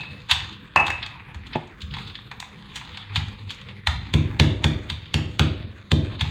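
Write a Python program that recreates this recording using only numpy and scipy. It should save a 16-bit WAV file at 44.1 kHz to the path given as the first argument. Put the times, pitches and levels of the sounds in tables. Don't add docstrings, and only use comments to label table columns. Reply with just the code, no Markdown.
import sys
import numpy as np
from scipy import signal
from scipy.fft import rfft, irfft, next_fast_len
from scipy.io import wavfile

SR = 44100
rng = np.random.default_rng(int(sys.argv[2]) if len(sys.argv) > 2 else 0)


def transcribe(u):
    v = np.clip(np.atleast_2d(u).T, -1, 1)
    q = np.round(v * 32767).astype(np.int16)
    wavfile.write(sys.argv[1], SR, q)


def gain_from_db(level_db):
    decades = np.asarray(level_db, float) / 20
    return 10 ** decades


N = 277830

# (time [s], relative strength [dB], contact time [ms])
PUSHES = [(0.3131, -20, 9.8), (0.7581, -26, 0.77), (0.876, -20.5, 12.3), (1.351, -20, 13),
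          (1.8261, -14, 16.2), (1.945, -30, 5.1), (3.1645, -17.5, 5.7), (3.874, -7.5, 13.9),
          (4.139, -9, 1.83), (4.3975, -7.5, 0.37), (4.6436, -12, 0.71), (4.911, -21.5, 7.8),
          (5.1427, -14.5, 1.4), (5.3969, -10.5, 0.65), (5.9181, -9.5, 0.56), (6.213, -15.5, 5.6)]
# (time [s], relative level [dB], body [dB], bright part [dB], crush time [ms])
STONE_CONTACTS = [(0.0315, -32, 2, -30, 7.3), (0.2024, -41, -18, -14, 2.8), (0.294, -27, 4, -16.5, 8.7),
                  (0.3114, -3, -7.5, -12, 6.4), (0.5256, -31.5, -19, -20, 8.4),
                  (0.7601, -11, 15, -5.5, 1.58), (0.866, -18, -6, -11, 5), (0.88, -21, 6, -10, 2.4),
                  (0.903, -15, 4, -8, 1.56), (0.981, -36, -14, -34, 3), (1.0272, -20, -5, -29, 7.2),
                  (1.062, -25, -3.5, -11.5, 3.8), (1.3446, -35.5, 2.5, -9, 6.2),
                  (1.4674, -35.5, -14, -12.5, 6.6), (1.531, -26, -5, -42, 11.5),
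                  (1.5564, -36.5, 11.5, -5, 4.5), (1.6734, -43.5, -1, -6, 4), (1.8063, -29, -33, -21, 1.4),
                  (1.8176, -26.5, -18, -12, 4.5), (1.9106, -33.5, -18, -30, 4),
                  (1.938, -22.5, -6, -23, 7.9), (1.9662, -37, 11.5, -7, 4.3),
                  (1.984, -28.5, -3.5, -16.5, 7.3), (2.074, -33.5, -23, -14, 7.6),
                  (2.0984, -33, -5, -29, 5.8), (2.154, -25, -10, -25, 4.2), (2.1887, -34, 2.5, -33, 2),
                  (2.3135, -27, 4.5, -14.5, 4.1), (2.4018, -14.5, -8, -8, 1.3), (2.426, -28, 3, -33, 1.7),
                  (2.7571, -24.5, -4, -3.5, 9), (2.8117, -38.5, 11, -21, 5), (2.8494, -34, -5, -15, 3.8),
                  (2.9444, -34.5, -2.5, -21, 3.9), (2.9722, -22, -4.5, -18, 4),
                  (3.0016, -39, -14, -32, 3.5), (3.1575, -12, -5.5, -15, 7.4),
                  (3.2832, -33, -0.5, -11.5, 4.6), (3.494, -33, -13, -36, 4.4),
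                  (3.505, -22.5, -9.5, -12, 7), (3.545, -40, -11, -4, 3.5), (3.6139, -31.5, -4, -13, 3.2),
                  (3.685, -34, 0, -22, 9.6), (3.8711, -5.5, -1.5, -11.5, 2.6),
                  (4.1383, -10.5, -3.5, -10.5, 3.3), (4.3982, 1, -6, -13, 1.97), (4.6416, -7, -2, -9, 2.7),
                  (4.9001, -13.5, -8, -15.5, 3.4), (5.1415, -6, -6, -7.5, 1.74),
                  (5.3943, -5.5, -2.5, -9, 2), (5.916, -7.5, -6, -13, 2.8), (6.1936, -27.5, -7, -29, 5.3),
                  (6.209, -13.5, -2.5, -11.5, 4.7)]
# (from [Hz], to [Hz])
SOUND_PARTS = [(760, 1300), (1300, 2600), (2600, 5000), (5000, 16000)]


def rms_one(x):
    return x / np.sqrt(np.mean(x ** 2) + 1e-20)


def at_hz(points, hz):
    points = np.array(points)
    return np.interp(np.log(hz), np.log(points[:, 0]), points[:, 1])


def coloured(x, spectrum):
    size = next_fast_len(len(x))
    hz = np.maximum(np.fft.rfftfreq(size, 1 / SR), 1)
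    return irfft(rfft(x, size) * gain_from_db(at_hz(spectrum, hz)), size)[:len(x)]


def band(x, low_hz, high_hz):
    return signal.sosfilt(signal.butter(3, [low_hz, high_hz], "band", fs=SR, output="sos"), x)


def low_pass(x, order, hz):
    return signal.sosfilt(signal.butter(order, hz, fs=SR, output="sos"), x)


def resonance(x, hz, width):
    r = np.exp(-np.pi * width / SR)
    feedback = [1, -2 * r * np.cos(2 * np.pi * hz / SR), r * r]
    return signal.lfilter(np.array([1, 0, -1]) * (1 - r * r) / 2, feedback, x)


def ring(clicks, hz, t60):
    r, w = gain_from_db(-60 / (t60 * SR)), 2 * np.pi * hz / SR
    return signal.lfilter([0, np.sin(w)], [1, -2 * r * np.cos(w), r * r], clicks + 1e-18)


def drift(rate):
    r = np.exp(-2 * np.pi * rate * 40 / SR)
    noise = rng.standard_normal(N // 40 + 2002)
    slow = rms_one(signal.lfilter([1], [1, -2 * r, r * r], noise)[2000:])
    return np.interp(np.arange(N) / 40, np.arange(len(slow)), slow)


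def swells(events, peak_s):
    t = np.arange(N) / SR
    total_power = 0
    for s, db in events:
        late = np.maximum(t - s, 0) / peak_s
        total_power = total_power + (gain_from_db(db) * late * np.exp(1 - late)) ** 2
    return np.sqrt(total_power)


def stone_body(x, ring_db):
    # (frequency [Hz], density [dB per Hz])
    crunch = [(240, -53.5), (400, -12), (545, 7.5), (765, -8), (2250, -4.5), (2430, -3.5), (2880, -6.5),
              (3530, -5), (4310, -13), (5600, -16.5), (6740, -18), (11900, -37), (16000, -36)]
    # (frequency [Hz], width [Hz], relative level [dB])
    stone = [(900, 250, 0), (1900, 400, -3), (2550, 400, -2), (3650, 700, 3), (4250, 400, -2),
             (6700, 800, 3), (8000, 700, 0)]
    plain = coloured(x, crunch)
    return plain + sum(gain_from_db(ring_db + db) * resonance(plain, hz, width) for hz, width, db in stone)


def four_parts(source, levels):
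    out = 0
    for (low_hz, high_hz), level in zip(SOUND_PARTS, levels):
        part = rms_one(band(source, low_hz, high_hz)) * level
        out = out + band(part, low_hz * .9, high_hz * 1.1)
    return out


def contacts():
    levels, cracks = np.zeros((4, N + SR)), np.zeros((4, N))
    for s, db, body_db, bright_db, ms in STONE_CONTACTS:
        crush = ms * SR / 1000
        t = np.arange(-int(4 * crush), int(8 * crush)) / crush
        after = np.maximum(t, 0)
        burst = (1 - np.exp(-after / 0.073)) * np.exp(-after * 0.78)
        squeeze_db = -17.5 - 0.77 * max(body_db, -12)
        shape = burst + gain_from_db(squeeze_db) * np.exp(-abs(t) * 0.71)
        dull_db = -4 + 1.23 * body_db
        parts = gain_from_db(db - 5.5 + np.array([[dull_db], [body_db], [0], [bright_db]]))
        start = max(round(s * SR) - int(4 * crush), 0)
        levels[:, start:start + len(t)] += parts * shape
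        burst_size = np.sqrt(np.sum(shape ** 2))
        cracks[:, round(s * SR)] = parts[:, 0] * burst_size * rng.choice([-1, 1])
    grit = rng.standard_normal(N) * gain_from_db(0.99 * rng.standard_normal(N))
    bursts = four_parts(stone_body(grit, ring_db=-8.5), levels[:, :N])
    click = stone_body(np.eye(1, 2048, 64)[0], ring_db=-4.0)
    smooth_clicks = 0
    for crack, (low_hz, high_hz) in zip(cracks, SOUND_PARTS):
        unit_click = rms_one(band(click, low_hz, high_hz)) / np.sqrt(2048)
        smooth_clicks = smooth_clicks + signal.fftconvolve(crack, unit_click)[64:64 + N]
    return bursts, smooth_clicks


def thuds():
    # (frequency [Hz], relative swing with its sign, t60 [s])
    counter = [(61.6, -0.127, 1.0), (71.5, -0.597, 0.34), (82.7, 0.268, 0.89), (87.7, -0.186, 1.0),
               (92.5, 1.0, 0.16), (103.9, -0.355, 1.0), (105.3, 0.77, 0.17), (121.0, -0.204, 0.47),
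               (129.0, -0.359, 0.27), (143.4, -0.263, 0.28), (149.4, 0.904, 0.35), (155.2, -0.071, 1.0),
               (170.1, -0.093, 0.3), (179.9, -0.221, 0.4), (209.9, -0.426, 0.08), (215.7, 0.17, 0.71),
               (219.0, 0.146, 0.68), (242.0, -0.245, 0.23), (252.4, -0.2, 0.15), (308.9, 0.067, 0.46),
               (349.2, 0.033, 1.0), (389.4, -0.07, 0.12), (438.3, -0.089, 0.11)]
    force = np.zeros(N + SR)
    for s, db, ms in PUSHES:
        pulse = np.hanning(int(ms * SR / 1000) + 2)
        start = round(s * SR) - len(pulse) // 2
        force[start:start + len(pulse)] += gain_from_db(db) * pulse / pulse.sum()
    r = np.exp(-2 * np.pi * 900 / SR)
    force = signal.lfilter([(1 - r) ** 2], [1, -2 * r, r * r], force[:N])

    t = np.arange(SR) / SR

    def dying_noise(low_hz, high_hz, db, t60):
        return rms_one(band(rng.standard_normal(SR), low_hz, high_hz)) * gain_from_db(db - 60 * t / t60)

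    dense = dying_noise(160, 687, -17, 0.84) * np.clip(t / 0.0016, 0, 1)
    dense += dying_noise(220, 1100, -8, 0.06)
    dense += dying_noise(232, 358, -15, 0.69) * np.clip(t / 0.025, 0, 1)
    higher = signal.fftconvolve(force, dense)[:N]
    return higher + sum(swing * ring(force, hz, t60) for hz, swing, t60 in counter)


def blow_times_and_levels():
    return [(s, db) for s, db, *_ in STONE_CONTACTS if db > -16]


def grinding():
    # (time [s], relative pressure [dB], brightness [dB per part])
    rubbing = [(0.0, -38, 2.5), (0.14, -49, 0.5), (0.46, -50.5, 9), (0.59, -51.5, -1), (0.81, -53.5, 0.1),
               (0.93, -47, 0.1), (1.19, -50.5, -7), (1.88, -58, 2.5), (2.03, -44, 3), (2.47, -65, 4),
               (2.72, -43.5, -1.2), (2.88, -47, 0.1), (3.02, -46.5, -0.7), (3.16, -47, -7),
               (3.26, -48.5, 2), (3.91, -52.5, -2.5), (4.09, -46.5, -0.5), (4.21, -58, -12),
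               (4.49, -52.5, -2), (4.6, -54, -2), (4.91, -50, -0.5), (5.95, -52.5, 4.5), (6.12, -45.5, -2),
               (6.3, -46.5, 6)]
    # dull, warm, sharp, bright, each (relative level [dB])
    rub_parts_db = [-11, -3, -5.5, -22.5]
    # dull, warm, sharp, bright, each (relative level [dB])
    drag_parts_db = [-8, -1.5, -8.5, -15]
    sizes = gain_from_db(3.5 * np.minimum(rng.exponential(1, N), 5)) * rng.choice([-1, 1], N)
    cracks_per_s = 500 * gain_from_db(6 * drift(20))
    cracks = sizes * (rng.random(N) < cracks_per_s / SR)
    source = rms_one(cracks) + rng.standard_normal(N)

    times, pressures, tilts = np.transpose(rubbing)
    pressure_db = np.interp(np.arange(N) / SR, times, pressures)
    brightness_db = np.interp(np.arange(N) / SR, times, tilts)
    rub = gain_from_db(pressure_db + np.c_[rub_parts_db] + np.c_[[-1.5, -.5, .5, 1.5]] * brightness_db)
    drags = [(s, -42.5 + 0.72 * db) for s, db in blow_times_and_levels()]
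    drag = gain_from_db(np.c_[drag_parts_db]) * swells(drags, peak_s=0.071)
    wander = gain_from_db(2.0 * np.array([drift(2.92) for part in SOUND_PARTS]))
    return four_parts(stone_body(source, ring_db=-2.0), np.hypot(rub, drag) * wander)


def struck(events, modes, soft_hz):
    clicks = np.zeros(N + SR // 10)
    share_db = rng.normal(0, 0.93, (len(events), len(modes)))
    at, db = np.transpose(events)
    places = np.round((at + .1) * SR).astype(int)
    out = 0
    for k, (hz, mode_db, t60) in enumerate(modes):
        clicks[places] = gain_from_db(db + mode_db + share_db[:, k]) * (-1) ** k
        out = out + ring(clicks, hz, t60)
    return low_pass(out, 2, soft_hz)


def dish_clinks():
    # (time [s], relative strength [dB])
    clinks = [(-.07, -20), (.7597, -9.5), (.9018, -23.5)]
    # (frequency [Hz], relative level [dB], t60 [s])
    dish_modes = [(330, -10, .04), (560, -7, .02), (740, -7, .025), (861, -10, .06), (925, -10, .06),
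                  (1060, -6, .02), (1314, -10, .02), (1572, -9, .025), (1880, -8, .03), (2370, -10, .04),
                  (2450, -9, .05), (2545, -10, .22), (2581, -8, .28), (2617, -5, .3), (2692, -8, .1),
                  (2765, -6, .05), (2865, -6, .04)]
    return struck(clinks, dish_modes, soft_hz=6050)


def hollow_knock():
    # (frequency [Hz], relative level [dB], t60 [s])
    hollow_modes = [(116, 0.5, 0.12), (156, 0, 0.19), (241, 2.5, 0.1), (355, 1, 0.11), (450, -1.5, 0.071),
                    (570, -2.5, 0.07), (660, 3, 0.045), (773, -0.5, 0.067), (858, 1.5, 0.082),
                    (950, 2, 0.051), (2570, 1.5, 0.042)]
    return struck([(1.5535, -22)], hollow_modes, soft_hz=2500)


def kitchen(x, gap_ms):
    # (frequency [Hz], t60 [s], relative level [dB])
    echo_curve = np.array([(300, 0.6, -2.5), (990, 0.38, 2.5), (3400, 0.53, -2), (7400, 0.27, 0),
                           (9800, 0.34, -1), (15000, 0.25, 3)])
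    t, white = np.arange(SR) / SR, rng.standard_normal((2, SR))
    echoes = 0
    for k, hz in enumerate(190 * 2 ** (np.arange(14) / 2)):
        level_db = at_hz(echo_curve[:, [0, 2]], hz) - 60 * t / at_hz(echo_curve, hz)
        noise = band(white[k % 2], hz / 2 ** .25, min(hz * 2 ** .25, 20000))
        echoes = echoes + noise * gain_from_db(level_db)
    echoes *= np.clip(t * 1000 / gap_ms, 0, 1)
    return signal.fftconvolve(x, echoes / np.sqrt(np.sum(echoes ** 2)))[:len(x)]


def murmur():
    # (frequency [Hz], relative density [dB per Hz])
    murmur_colour = [(18, -32), (30, -6.5), (138, 0), (210, -9.5), (394, -12.5), (486, -14), (801, -29),
                     (1070, -12.5), (2060, -17), (3580, -21), (5450, -40.5), (6380, -43.5), (16000, -46)]
    # (frequency [Hz], width [Hz], level [dB])
    drone_tones = [(201.8, 12.4, -55), (496.2, 14, -66.5)]
    # (time [s], level [dB], width [s])
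    hum_swells = [(3.0, -44.5, 0.046), (3.24, -34, 0.093), (3.47, -36.5, 0.033), (3.82, -39, 0.11)]
    noise = coloured(rng.standard_normal(N), murmur_colour)
    noise /= np.sqrt(np.mean(band(noise, 50, 300) ** 2))
    shake = swells([(s, -25 + db) for s, db, ms in PUSHES], peak_s=0.088)
    rumble = low_pass(noise, 4, 240) * np.hypot(gain_from_db(-45.5), shake)
    hiss = band(noise, 154, 20000) * gain_from_db(-52)

    white = rng.standard_normal(N)
    drones = 0
    for hz, width, db in drone_tones:
        narrow = resonance(resonance(white, hz, width), hz, width)
        drones = drones + gain_from_db(db) * rms_one(narrow)

    t = np.arange(N) / SR
    hum_hz = 99.6 * (1 + 0.017 * drift(5.9))
    swell = sum(gain_from_db(db) * np.exp(-.5 * ((t - s) / width) ** 2) for s, db, width in hum_swells)
    hum = np.sqrt(2) * swell * np.sin(2 * np.pi * np.cumsum(hum_hz) / SR)
    return rumble + hiss + drones + hum


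def patchy(x, patchy_db, rate, shared_db):
    edges = 40 * 2 ** (np.arange(27) / 3)
    size, shared = next_fast_len(N), shared_db * drift(12.6)
    hz, spectrum = np.fft.rfftfreq(size, 1 / SR), rfft(x, size)
    place = np.interp(np.log(hz + 1), np.log(edges), np.arange(27))
    out = 0
    for k in range(27):
        third = irfft(spectrum * np.clip(1 - abs(place - k), 0, 1), size)[:N]
        out = out + third * gain_from_db(shared + patchy_db * drift(rate))
    return out


def scene():
    run_in = np.zeros(SR // 10)
    bursts, smooth_clicks = (np.r_[run_in, x] for x in contacts())
    dish, hollow = dish_clinks(), hollow_knock()
    sent = gain_from_db(-8) * bursts + gain_from_db(-8.5) * smooth_clicks + gain_from_db(-1.5) * dish + gain_from_db(-12) * hollow
    shifts = [s + .1 - .03 for s, db in blow_times_and_levels()]
    posture = np.searchsorted(shifts, np.arange(len(sent)) / SR) % 3
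    echoes = sum(kitchen(sent * (posture == k), gap_ms=2.4) for k in range(3))
    near = (bursts + dish + hollow + echoes)[len(run_in):]
    background = patchy(grinding() + murmur(), patchy_db=3.0, rate=4.1, shared_db=2.0)
    return (near + thuds() + background)[None]


def roll_off(x):
    return signal.sosfilt(signal.butter(12, 16400, fs=SR, output="sos"), x)


def record(dry):
    x = signal.sosfilt(signal.butter(2, 33.6, "high", fs=SR, output="sos"), dry)
    mix = 0.72 * np.tanh(x / 0.8)
    return roll_off(mix)


dry = scene()
out = record(dry)
transcribe(out)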